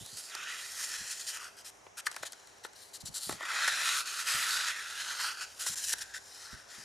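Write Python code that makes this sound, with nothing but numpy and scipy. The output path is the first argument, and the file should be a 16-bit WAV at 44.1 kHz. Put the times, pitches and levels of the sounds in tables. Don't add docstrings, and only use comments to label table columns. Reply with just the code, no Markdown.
import sys
import numpy as np
from scipy import signal
from scipy.fft import rfft, irfft
from scipy.io import wavfile
from scipy.ndimage import map_coordinates

SR = 44100
rng = np.random.default_rng(int(sys.argv[2]) if len(sys.argv) > 2 else 0)


def waveform_to_disk(signal):
    frames = np.transpose(np.atleast_2d(signal))
    scaled = np.clip(frames, -1, 1) * 32767
    samples = np.round(scaled).astype(np.int16)
    wavfile.write(sys.argv[1], SR, samples)


N = 301644

# (centre [Hz], width before widening [Hz], level before scaling [dB])
SHEET_MODES = [(2943, 535, 0.5), (3363, 945, -1.5), (4035, 720, 2.5), (5630, 850, -0.5), (7180, 790, 1.5),
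               (8830, 2650, -1.5), (11050, 19000, -23.5)]
# (centre [Hz], width before widening [Hz], level before scaling [dB])
CURL_MODES = [(700, 182, -17.5), (938, 110, -15.5), (1395, 172, 1), (1620, 198, 4), (1755, 280, 3),
              (2540, 230, -3)]
# (time [s], left over right [dB])
PLACE = [(0.0, -2), (3.01, 4), (3.37, 0.5), (5.12, -0.5), (6.84, 3)]


def from_db(db):
    return 10 ** (np.asarray(db) / 20)


def rms_one(x):
    return x / np.sqrt(np.mean(x ** 2) + 1e-20)


def at_times(rows, axis=1):
    return np.interp(np.arange(N) / SR, np.array(rows)[:, 0], np.array(rows)[:, axis])


def left_right(pan_db):
    return from_db([pan_db / 2, -pan_db / 2])


def drift(rate_hz):
    step = 40
    pole = np.exp(-2 * np.pi * rate_hz * step / SR)
    noise = rng.standard_normal(N // step + 2002)
    slow = signal.lfilter([1], [1, -2 * pole, pole * pole], noise)[2000:]
    return np.interp(np.arange(N) / step, np.arange(len(slow)), rms_one(slow))


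def resonate(x, hz, width_hz):
    r = np.exp(-np.pi * width_hz / SR)
    feedback = [1, -2 * r * np.cos(2 * np.pi * hz / SR), r * r]
    return signal.lfilter([(1 - r * r) / 2, 0, (r * r - 1) / 2], feedback, x + 1e-18)


def moving_band(x, hz, width_hz, order):
    turn = np.exp(2j * np.pi * np.cumsum(hz) / SR)
    low_pass = signal.butter(order, width_hz / 2, fs=SR, output="sos")
    return (signal.sosfilt(low_pass, x / turn) * turn).real


def gliding(x, hz, width_hz):
    return rms_one(moving_band(x, hz, width_hz, order=2))


def friction(per_s, spread_db):
    sizes = from_db(spread_db * np.minimum(rng.exponential(1, N), 5)) * rng.standard_normal(N)
    return rms_one(sizes * (rng.random(N) < per_s / SR))


def sounding(modes, drive, patchy_db, tilt=0):
    pivot_hz, widening = 5500, 2.28
    plain = []
    for k, (hz, width_hz, db) in enumerate(modes):
        once = resonate(drive, hz, widening * width_hz)
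        twice = resonate(once, hz, widening * width_hz)
        plain.append((-1) ** k * from_db(db) * twice)
    total = 0
    for mode, (hz, _, _) in zip(plain, modes):
        wander_db = patchy_db * (drift(2.05) + 0.3 * drift(21.6))
        total = total + mode * from_db(wander_db + tilt * np.log2(hz / pivot_hz))
    return total / np.std(sum(plain))


def folded(x):
    fold_echo_s = [.00031, .00058, .00107]
    wander_share, fold_db = .05, -13
    n, echo_sum = np.arange(N), 0
    for lag_s in fold_echo_s:
        delay = SR * lag_s * (1 + wander_share * drift(2.5))
        echo_sum = echo_sum + map_coordinates(x, [n - delay], order=3)
    return rms_one(x + from_db(fold_db) * echo_sum) * np.std(x)


def catches():
    catches_per_s, build_s, ripple_db = 90, 0.0078, 1.5
    marks = rng.exponential(1, N) * (rng.random(N) < catches_per_s / SR)
    swell = signal.lfilter([1], [1, -np.exp(-1 / (build_s * SR))], marks + 1e-18)[::-1]
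    return ripple_db * (np.minimum(swell, 2) - swell.mean())


def sticking():
    # (centre [s], length [s], deepest drop [dB])
    sticks = [(4.04, 0.067, 6), (4.236, 0.066, 5), (5.165, 0.074, 5), (5.357, 0.061, 8.5),
              (5.634, 0.025, 14), (5.751, 0.012, 21)]
    t, drop_db = np.arange(N) / SR, 0
    for s, length, db in sticks:
        drop_db = drop_db + db * np.clip(1 - (2 * (t - s) / length) ** 2, 0, 1)
    return from_db(-drop_db)


def slips():
    # (start [s], length [s], hiss level at the top of the arch [dB])
    slip_list = [(0.165, 0.053, -42.5), (0.477, 0.053, -42), (0.772, 0.14, -38.5), (0.906, 0.066, -41),
                 (1.095, 0.055, -41), (1.191, 0.042, -41.5), (1.262, 0.07, -40), (1.325, 0.067, -42.5),
                 (1.39, 0.099, -46), (1.564, 0.065, -52), (1.642, 0.066, -46.5), (1.968, 0.045, -43),
                 (2.054, 0.033, -41), (2.222, 0.027, -43), (2.248, 0.039, -41.5), (2.631, 0.044, -49),
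                 (2.751, 0.15, -56.5), (2.93, 0.05, -46), (2.999, 0.03, -50), (3.051, 0.047, -41.5),
                 (3.138, 0.062, -39), (3.215, 0.08, -42.5), (3.448, 0.016, -40), (3.674, 0.028, -33),
                 (4.052, 0.096, -40.5), (4.179, 0.053, -39.5), (4.267, 0.053, -35.5), (4.995, 0.037, -39.5),
                 (5.093, 0.044, -45.5), (5.19, 0.1, -40.5), (5.405, 0.051, -42), (5.589, 0.074, -38.5),
                 (5.657, 0.046, -35), (5.766, 0.043, -39.5), (5.835, 0.023, -33.5), (5.873, 0.045, -35.5),
                 (5.978, 0.031, -46), (6.004, 0.034, -39.5), (6.135, 0.053, -42)]
    rise_s, fall_s = 0.0067, 0.0062
    arch_db, peak_at = 7.5, 0.4
    t, power = np.arange(N) / SR, np.zeros(N)
    for s, length, db in slip_list:
        edges = np.clip(np.minimum((t - s) / rise_s, (s + length - t) / fall_s), 0, 1)
        from_top = np.clip(2 * ((t - s) / length - peak_at), -2, 2)
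        power += (from_db(db - arch_db * from_top ** 2) * edges) ** 2
    return power


def sliding():
    # (time [s], rubbing level before sticks, slips and jerks [dB])
    strokes = [(0.0, -52.5), (0.36, -48), (0.53, -45.5), (0.8, -43), (1.05, -42.5), (1.47, -55.5),
               (1.51, -60), (1.93, -72.5), (2.15, -56.5), (2.36, -62), (2.7, -68.5), (3.12, -59),
               (3.15, -51.5), (3.32, -43.5), (3.38, -52.5), (3.57, -38), (4.01, -34.5), (4.05, -46),
               (4.33, -34.5), (4.7, -36), (4.74, -46), (5.27, -38), (5.46, -53), (5.56, -56.5), (5.68, -40),
               (5.915, -38), (5.937, -27), (5.943, -51.5), (6.2, -58), (6.53, -50.5), (6.67, -63),
               (6.71, -52), (6.84, -52.5)]
    # (time [s], hollow over hiss before a 3 dB cut [dB], pitch of its moving band [Hz])
    curling = [(0.0, -15, 1450), (0.25, -13, 1470), (0.36, 4, 1410), (0.44, 1, 1350), (0.48, 3, 1890),
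               (0.6, -1.5, 1840), (0.75, -7, 1950), (.95, -3.5, 1830), (1.28, -11, 1830), (1.4, 1, 1250),
               (1.47, 0, 1540), (1.68, -12.5, 1610), (2.0, -6, 1580), (2.65, -4, 1900), (2.9, -18, 1480),
               (3.3, -15.5, 1480), (3.42, 6.5, 1930), (3.52, 5.5, 1570), (4.0, -2.5, 1370), (4.75, 0, 1470),
               (5.3, 3, 1454), (5.65, -9, 1460), (5.88, -11.5, 1730), (6.1, -3.5, 1700), (6.16, -2.5, 1970),
               (6.23, -12, 1740), (6.56, 0.5, 1860), (6.84, -5.5, 1670)]
    # (time [s], level over hiss [dB], pitch [Hz])
    bending = [(0.0, -2, 3270), (0.19, -3.5, 4900), (0.3, -6, 4730), (0.33, -2, 3040), (0.6, -6, 3130),
               (0.63, -7, 4400), (0.85, -27, 4330), (1.3, -4.5, 4530), (1.36, -47, 3180), (2.27, -6, 4070),
               (3.3, -5.5, 4360), (3.45, -10.5, 4740), (3.7, -5.5, 3520), (4.05, -4.5, 4320),
               (4.3, -10.5, 3840), (4.9, -5.5, 3740), (5.4, -3.5, 4700), (5.8, -24, 4780), (6.3, -5, 5300),
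               (6.84, -7.5, 5100)]
    plain_curl_db, dulling_per_db = -10.5, 0.3969
    plain_rub_db, brightening_per_db = -37.5, 0.0527
    bend_band_hz, curl_band_hz, curl_band_db = 770, 277, -3

    curl_db = at_times(curling)
    jerk = from_db(drift(4.8) + catches())
    stroke = sticking() * from_db(at_times(strokes))
    rub = jerk * np.sqrt(stroke ** 2 + slips())
    dulling = dulling_per_db * (plain_curl_db - curl_db)
    brightening = brightening_per_db * (20 * np.log10(rub) - plain_rub_db)

    fine, coarse = friction(14000, 0.14), friction(5000, 0.44)
    bend = gliding(fine[::-1], at_times(bending, axis=2), bend_band_hz)
    sheet = folded(sounding(SHEET_MODES, fine, 1.0, dulling + brightening))
    sheet = sheet + from_db(at_times(bending)) * bend
    curl_band = gliding(coarse[::-1], at_times(curling, axis=2), curl_band_hz)
    hollow = sounding(CURL_MODES, coarse, 2.85) + from_db(curl_band_db) * curl_band
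    return rub * (sheet + from_db(curl_db - 3.0) * hollow) * left_right(at_times(PLACE))


def combed(x):
    # (time [s], pitch [Hz])
    facing = [(0, 2480), (.45, 3500), (1.3, 3700), (1.5, 2970), (2.1, 2880), (3.0, 2480), (3.55, 2800),
              (4.08, 3200), (4.25, 3050), (4.9, 3100), (5.45, 3770), (5.6, 3120), (6.1, 3140), (6.3, 2800),
              (6.84, 2920)]
    cancelled_share = 0.35
    for hz, width_hz in [(at_times(facing), 340), (np.full(N, 2260), 200)]:
        x = x - 2 * cancelled_share * moving_band(x, hz, width_hz, order=1)
    return x


def echoes(x):
    t60_s, wall_cut_hz = 0.26, 1860
    t = np.arange(int(.25 * SR)) / SR
    tail = rng.standard_normal(len(t)) * from_db(-60 * t / t60_s)
    tail = signal.sosfilt(signal.butter(1, wall_cut_hz, fs=SR, output="sos"), tail)
    return signal.fftconvolve(x, tail / np.linalg.norm(tail))[:N]


def room_tone():
    # (frequency [Hz], relative density [dB])
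    room_curve = [(18, -71), (30, -31), (92, -16), (299, -13), (479, -7.5), (656, -5), (897, -6),
                  (1440, -11.5), (2300, -13), (4400, -26), (8000, -23), (15500, -51)]
    # (frequency [Hz], rms level about which it wavers [dB])
    hum_partials = [(100, -82.5), (300, -84), (400, -77.5)]
    room_db = -62.5
    curve = np.array(room_curve)
    hz = np.maximum(np.fft.rfftfreq(N, 1 / SR), 1)
    shape = from_db(np.interp(np.log(hz), np.log(curve[:, 0]), curve[:, 1]))
    mid, side = rms_one(irfft(rfft(rng.standard_normal((2, N))) * shape, N))
    t, hum = np.arange(N) / SR, 0
    for f, db in hum_partials:
        hum = hum + np.sqrt(2) * from_db(db + 2.5 * drift(3)) * np.sin(2 * np.pi * f * t)
    return from_db(room_db) * (mid + from_db(-0.5) * side * [[1], [-1]]) + hum


def faint_hiss():
    low_hz, high_hz, level_db = 5200, 6930, -67.5
    band = signal.butter(3, [low_hz, high_hz], "band", fs=SR, output="sos")
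    noise = rms_one(signal.sosfilt(band, rng.standard_normal(N)))
    return from_db(level_db + 0.26 * drift(4.8)) * noise


def bumps():
    # (start [s], peak of the envelope [dB])
    bump_list = [(0.009, -48.5), (0.127, -57.5), (1.003, -54), (2.201, -66), (3.031, -51), (3.085, -50),
                 (3.266, -57), (3.306, -50.5), (3.329, -53), (4.345, -52.5), (5.697, -54), (6.527, -47.5),
                 (6.779, -57)]
    rise_s, t60_s = 0.0027, 0.13
    table_low_hz, table_high_hz, rumble_db = 60.5, 198, -81
    t, push = np.arange(SR // 4) / SR, np.zeros(N + SR)
    swell = (1 - np.exp(-t / rise_s)) * from_db(-60 * t / t60_s)
    for s, db in bump_list:
        start = round(s * SR)
        push[start:start + len(t)] += from_db(db) * swell / swell.max()
    table = signal.butter(2, [table_low_hz, table_high_hz], "band", fs=SR, output="sos")
    mid, side = rms_one(signal.sosfilt(table, rng.standard_normal((2, N))))
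    low_band = signal.butter(2, [40, 110], "band", fs=SR, output="sos")
    rumble_noise = rms_one(signal.sosfilt(low_band, rng.standard_normal(N)))
    rumble = from_db(rumble_db + 4.2 * drift(0.92)) * rumble_noise
    return push[:N] * (mid + from_db(-3.5) * side * [[1], [-1]]) + rumble


def ticks():
    # (start [s], crack peak [dB], hollow peak [dB], dull knock peak [dB])
    creases = [(0.061, -34, -62, -52), (0.35, -24, -35.5, -41.5), (1.865, -60, -53, -40.5),
               (2.0665, -23, -19.5, -37.5), (2.1136, -33, -44, -47), (2.126, -40, -51, -59),
               (2.143, -38, -44, -48), (2.163, -27, -31.5, -39), (2.23, -31, -31.5, -29.5),
               (2.321, -32, -54, -63), (2.3303, -32, -44.5, -48), (2.472, -43.5, -57, -65),
               (2.648, -36, -37.5, -33.5), (2.732, -46, -55, -68), (3.293, -28, -34.5, -25.5),
               (3.31, -47, -40, -33), (3.324, -30, -42, -33), (3.407, -46, -59, -32.5),
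               (3.4273, -37, -58, -38), (3.677, -21, -20.5, -31.5), (5.664, -30, -33, -34),
               (5.9339, -26, -27, -36.5)]
    # (centre [Hz], width before widening [Hz], level before scaling [dB])
    knock_modes = [(306, 190, 2.5), (697, 374, 10.5), (960, 610, 1.5), (2700, 940, -2.5)]
    crack_rise_s, crack_fall_s = 0.00019, 0.0031
    ring_rise_s, ring_fall_s = 0.0013, 0.0031
    t, out = np.arange(int(.04 * SR)) / SR, np.zeros((2, N))
    noise = rng.standard_normal((len(creases), len(t)))
    crack = noise * (1 - np.exp(-t / crack_rise_s)) * np.exp(-t / crack_fall_s)
    swell = noise * (1 - np.exp(-t / ring_rise_s)) * np.exp(-t / ring_fall_s)
    snap = 0
    parts = [(SHEET_MODES, crack), (CURL_MODES[:-1], swell), (knock_modes, swell)]
    for column, (modes, bursts) in enumerate(parts, start=1):
        strength_db = rng.normal(0, 2, (len(creases), len(modes)))
        ring = 0
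        for k, (hz, width_hz, db) in enumerate(modes):
            twice = resonate(resonate(bursts, hz, 2 * width_hz), hz, 2 * width_hz)
            ring = ring + (-1) ** k * from_db(db + strength_db[:, [k]]) * twice
        peak = np.abs(ring).max(axis=1, keepdims=True)
        snap = snap + from_db(np.array(creases)[:, [column]]) * ring / peak
    for (s, *_), sound in zip(creases, snap):
        pan_db = np.interp(s, *np.transpose(PLACE))
        start = round(s * SR)
        out[:, start:start + len(t)] += left_right(pan_db)[:, None] * sound
    return out


def scene():
    paper = combed(sliding()) + ticks()
    near = paper.mean(axis=0)
    alike = from_db(-20.5) * echoes(near)
    opposite = from_db(-19.0) * echoes(near) * [[1], [-1]]
    return paper + alike + opposite + bumps() + room_tone() + faint_hiss()


def record(dry):
    return signal.sosfilt(signal.cheby2(14, 60, 15900, fs=SR, output="sos"), dry)


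dry = scene()
out = record(dry)
waveform_to_disk(out)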